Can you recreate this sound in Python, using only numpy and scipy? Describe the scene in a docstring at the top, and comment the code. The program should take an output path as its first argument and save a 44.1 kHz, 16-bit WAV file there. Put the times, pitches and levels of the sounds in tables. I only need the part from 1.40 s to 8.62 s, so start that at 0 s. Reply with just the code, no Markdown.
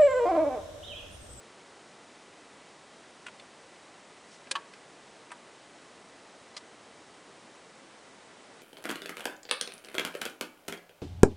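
"""A quiet room, close to an automatic record player starting up, in mono.
The start lever clicks and a gloved hand draws back. A spring latch snaps, its linkage knocks the
deck plate, then a small catch trips and the arm lift engages. Each struck part rings briefly with
its own modes inside a short clatter. Under it lies a soft, steady hiss with a few faint tones."""
import sys
import numpy as np
from scipy import signal
from scipy.fft import rfft, irfft
from scipy.io import wavfile

SR = 44100
rng = np.random.default_rng(int(sys.argv[2]) if len(sys.argv) > 2 else 0)


def inscribe(sig):
    """Save sig as 16-bit PCM at rate SR to the path in sys.argv[1].

    A 1-D sig is mono; a 2-D sig holds one channel per row.
    Samples are clipped to [-1, 1] before scaling.
    """
    pcm = np.round(np.clip(np.atleast_2d(sig).T, -1, 1) * 32767)
    wavfile.write(sys.argv[1], SR, pcm.astype(np.int16))


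N = 318310
CUT_HZ = 10120

# The cue list. Each row: start in seconds, part struck, level in dB before the tilt,
# brightness tilt in dB per octave.
CLICKS = [ (1.8631, "lever", -37, 4), (1.8805, "lever", -43.5, 2.5), (1.995, "pawl", -49, 3.5),
          (3.069, "trip", -51, -1), (3.1106, "latch", -30, 1.8), (3.122, "latch", -47, 0),
          (3.1525, "plate", -26.5, 0), (3.334, "trip", -49, 3.5), (3.904, "trip", -52, -5),
          (3.9145, "cam", -39.5, 0.9), (5.1428, "catch", -50, -6), (5.1637, "lift", -39.5, 1.5),
          (5.1727, "lift", -44, 2), ]


def mechanism():
    """The start cycle: the parts strike one after another, each on its cue."""
    out = np.zeros(N + SR)
    for start_s, part, level_db, tilt_db in CLICKS:
        sound = click(part, level_db, tilt_db)
        start = int(start_s * SR)
        out[start:start + len(sound)] += sound
    return out[:N]


# The clear ring of each part. 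Each row: pitch in Hz, relative level in dB, seconds to fall 60 dB.
LATCH_MODES = [(531, -5.5, 0.13), (1010, -3.5, 0.06), (1640, -1, 0.081), (2436, -4.5, 0.034),
               (3040, -2, 0.034), (3190, -6, .035), (3480, -4, 0.035), (3806, -0.5, 0.033),
               (4010, -3, 0.03), (4340, -5, .035), (4662, -2, 0.027), (5114, -13, 0.031),
               (5340, -11.5, 0.038), (6060, -13, 0.033), (6440, -4.5, 0.035), (7138, -5.5, 0.033),
               (8290, -11, 0.02), (9300, -8, .024)]
PLATE_MODES = [(353, -25, 0.12), (795, -13.5, 0.05), (922, -2, 0.072), (970, -10, 0.1), (1077, -3, 0.057),
               (1118, 3, 0.093), (1337, -10.5, 0.097), (1588, -15, 0.16), (1642, -14, 0.098),
               (1749, -3, 0.055), (2540, -8, .036), (2895, -7.5, 0.036), (2990, -5, 0.044),
               (3160, -7.5, 0.042), (3950, -11, 0.042), (4610, -19, .042), (6067, -19, .03)]
LEVER_MODES = [(1030, -9, 0.1), (1436, 6.5, 0.034), (2030, -4.5, .03), (2520, 1, 0.022), (2778, -6, 0.045),
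               (3280, -10, 0.05)]
CAM_MODES = [(970, 1.5, 0.12), (1157, -2, 0.08), (1236, -2, 0.066), (1450, 1, .055), (1574, 0, 0.05),
             (1798, -4, 0.055), (1976, -6, .05)]
LIFT_MODES = [(590, 0, .07), (970, -3, .05), (1187, 4, .065), (2010, -2, 0.06), (3330, -9, .05),
              (3553, -11, 0.05), (4040, -1, .035), (4290, 4, 0.036), (4900, 3, 0.032), (5420, -1, 0.034),
              (5950, -7, 0.031), (6750, -3, 0.026)]
PAWL_MODES = [(2910, 0, .035), (3520, 5, 0.044), (4300, 1, .035), (4730, -5, .03)]
TRIP_MODES = [(1610, -1, .06), (2070, 2, .05), (2350, 0, .05), (2600, 2, .045), (4370, -6, 0.055),
              (5400, -7, .04)]
CATCH_MODES = [(4030, 0, 0.041), (4170, 1, 0.041)]
# The EQ of the clatter, a blur of short, overlapping modes.
# Each row: frequency in Hz, relative level in dB.
LATCH_COLOUR = [(20, -11), (60, -6), (150, -14), (300, -1), (800, -8.5), (2000, -1.5), (3800, 1.5),
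                (5500, -4.5), (8000, -6.5), (10000, -6.5)]
PLATE_COLOUR = [(100, -32), (600, -12), (800, -1), (1050, 3), (1500, 3.5), (2100, -3.5), (3000, 0),
                (4500, -3), (5500, -14), (8000, -17), (10000, -20)]
LEVER_COLOUR = [(100, -22), (700, 1), (1400, 1.5), (2700, 2), (4200, -10), (6000, -20.5), (8300, -16.5),
                (10000, -23)]
CAM_COLOUR = [(100, -24), (600, -7), (1500, 1), (2500, -6), (4500, -17), (7000, -24), (8500, -9),
              (10000, -16)]
LIFT_COLOUR = [(100, -26), (600, -3), (2000, 0), (2700, -0.5), (4400, -1), (6500, -5), (8000, -10),
               (10000, -15)]
TRIP_COLOUR = [(100, -22), (700, -3), (2400, 3), (3300, -4), (5000, -10), (7000, -20), (10000, -22)]
# The voice of each part, by name. Each row: modes, clatter EQ, clatter against the ring in dB,
# seconds for the clatter to fall 60 dB, attack in seconds, contact in seconds for a medium blow.
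PARTS = { "latch": (LATCH_MODES, LATCH_COLOUR, 1.5, 0.024, 0.0018, 0.0053),
         "plate": (PLATE_MODES, PLATE_COLOUR, -7, 0.055, 0.0018, 0.005),
         "lever": (LEVER_MODES, LEVER_COLOUR, -2.7, 0.051, .0027, .006),
         "cam": (CAM_MODES, CAM_COLOUR, -2.5, 0.043, 0.0028, .008),
         "lift": (LIFT_MODES, LIFT_COLOUR, 0.85, 0.04, .004, .0072),
         "pawl": (PAWL_MODES, LEVER_COLOUR, 0, .055, 0.0034, .0063),
         "trip": (TRIP_MODES, TRIP_COLOUR, 1, .055, .003, 0.0065),
         "catch": (CATCH_MODES, LIFT_COLOUR, -8, 0.027, .0031, 0.0081), }


def click(part, level_db, tilt_db):
    """One blow on a part: the force builds, the surfaces rub and chatter, then it rings out."""
    modes, colour, clatter_db, clatter_t60, attack_s, medium_contact_s = PARTS[part]
    medium_blow_db, contact_doubling_db = -34.5, 13.5
    t = np.arange(SR // 4) / SR
    # a harder blow stays in contact longer, holding off the decay
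    contact_s = medium_contact_s * 2 ** ((level_db - medium_blow_db) / contact_doubling_db)
    since_release = np.maximum(t - contact_s, 0)
    hz, mode_db, ring_t60 = np.transpose(modes)[:, :, None]
    weight = undb(mode_db) / np.sqrt(np.sum(undb(mode_db) ** 2) / 2)
    ring = np.sum(weight * np.sin(2 * np.pi * hz * t) * fade(since_release, ring_t60), axis=0)
    clatter = undb(clatter_db) * noise(colour, len(t)) * fade(since_release, clatter_t60)
    attack = np.minimum(t / attack_s, 1) ** 2
    blow = (ring + clatter) * attack
    # a harder contact is brighter: the tilt pivots at 2500 Hz and levels off below 400 Hz
    octaves = np.log2(np.maximum(bins(len(t)), 400) / 2500)
    return undb(level_db) * irfft(rfft(blow) * undb(tilt_db * octaves), len(t))


def glove_rustle(peak_s=2.94, width_s=0.03, level_db=-59.0):
    """A soft, airy swell of noise as the gloved hand draws back."""
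    t = np.arange(N) / SR
    colour = [(500, -24), (3000, -2), (5500, 5), (10000, -6)]
    swell = np.exp(-((t - peak_s) / width_s) ** 2 / 2)
    return undb(level_db) * swell * noise(colour, N)


# The dark EQ of the room's tail. Each row: frequency in Hz, relative level in dB.
ROOM_COLOUR = [(100, 13), (1100, 12), (2500, 13), (10000, -48)]


def room(sound, t60, wet_db, predelay_s=0.0073):
    """Reflections in a small furnished room add a short, duller tail."""
    t = np.arange(SR // 2) / SR
    tail = noise(ROOM_COLOUR, len(t)) * fade(t, t60) * (t > predelay_s)
    tail /= np.sqrt(np.sum(tail ** 2))
    return sound + undb(wet_db) * signal.fftconvolve(sound, tail)[:N]


# The EQ of the hiss bed. Each row: frequency in Hz, relative level in dB.
HISS_COLOUR = [(15, -53), (25, -24), (90, -12.5), (148, -5.5), (181, -3.5), (284, -0.5), (440, 0),
               (546, -0.5), (651, -1), (836, -2.5), (1050, -3.5), (1600, -7), (2010, -7.5), (2170, -8.5),
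               (2720, -10.5), (8180, -17.5), (10000, -20), (13000, -72), (22000, -120)]
# Thin tones in the bed. Each row: centre in Hz, bandwidth in Hz, level in dB.
HISS_TONES = [(1983, 60, -72), (3100, 68, -77), (3850, 120, -78.5), (7870, 89, -79.5)]


def hiss(bed_db=-53.5):
    """An even bed of hiss, with narrow bands of noise heard as faint, wavering tones."""
    out = undb(bed_db) * noise(HISS_COLOUR, N)
    for hz, width_hz, level_db in HISS_TONES:
        resonance = 1 / (1 + ((bins(N) - hz) / width_hz * 2) ** 2)
        tone = irfft(rfft(rng.standard_normal(N)) * resonance, N)
        out += undb(level_db) * unit(tone)
    return out


def noise(colour, size):
    """Noise of rms 1, shaped by an EQ of (Hz, dB) points and silent above CUT_HZ."""
    hz, db = np.transpose(colour)
    f = bins(size)
    gain = undb(np.interp(np.log(f), np.log(hz), db)) * (f < CUT_HZ)
    return unit(irfft(rfft(rng.standard_normal(size)) * gain, size))


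def fade(t, t60):
    """Free decay, falling 60 dB in t60 seconds."""
    return np.exp(-np.log(1000) * t / t60)


def undb(db):
    """Decibels to gain."""
    return 10 ** (np.asarray(db) / 20)


def unit(x):
    """Scale to rms 1."""
    return x / np.sqrt(np.mean(x ** 2))


def bins(size):
    """Frequencies in the spectrum of a sound this many samples long, floored at 1 Hz."""
    return np.maximum(np.fft.rfftfreq(size, 1 / SR), 1)


def scene():
    """Mechanism and glove in the room, over the hiss, the same in both channels."""
    mono = room(mechanism() + glove_rustle(), t60=0.41, wet_db=-27) + hiss()
    return np.array([mono, mono])


def record(dry):
    """A steep low-pass takes off the top end."""
    lowpass = signal.ellip(10, .1, 70, CUT_HZ, fs=SR, output="sos")
    return signal.sosfilt(lowpass, dry)


dry = scene()
out = record(dry)
inscribe(out)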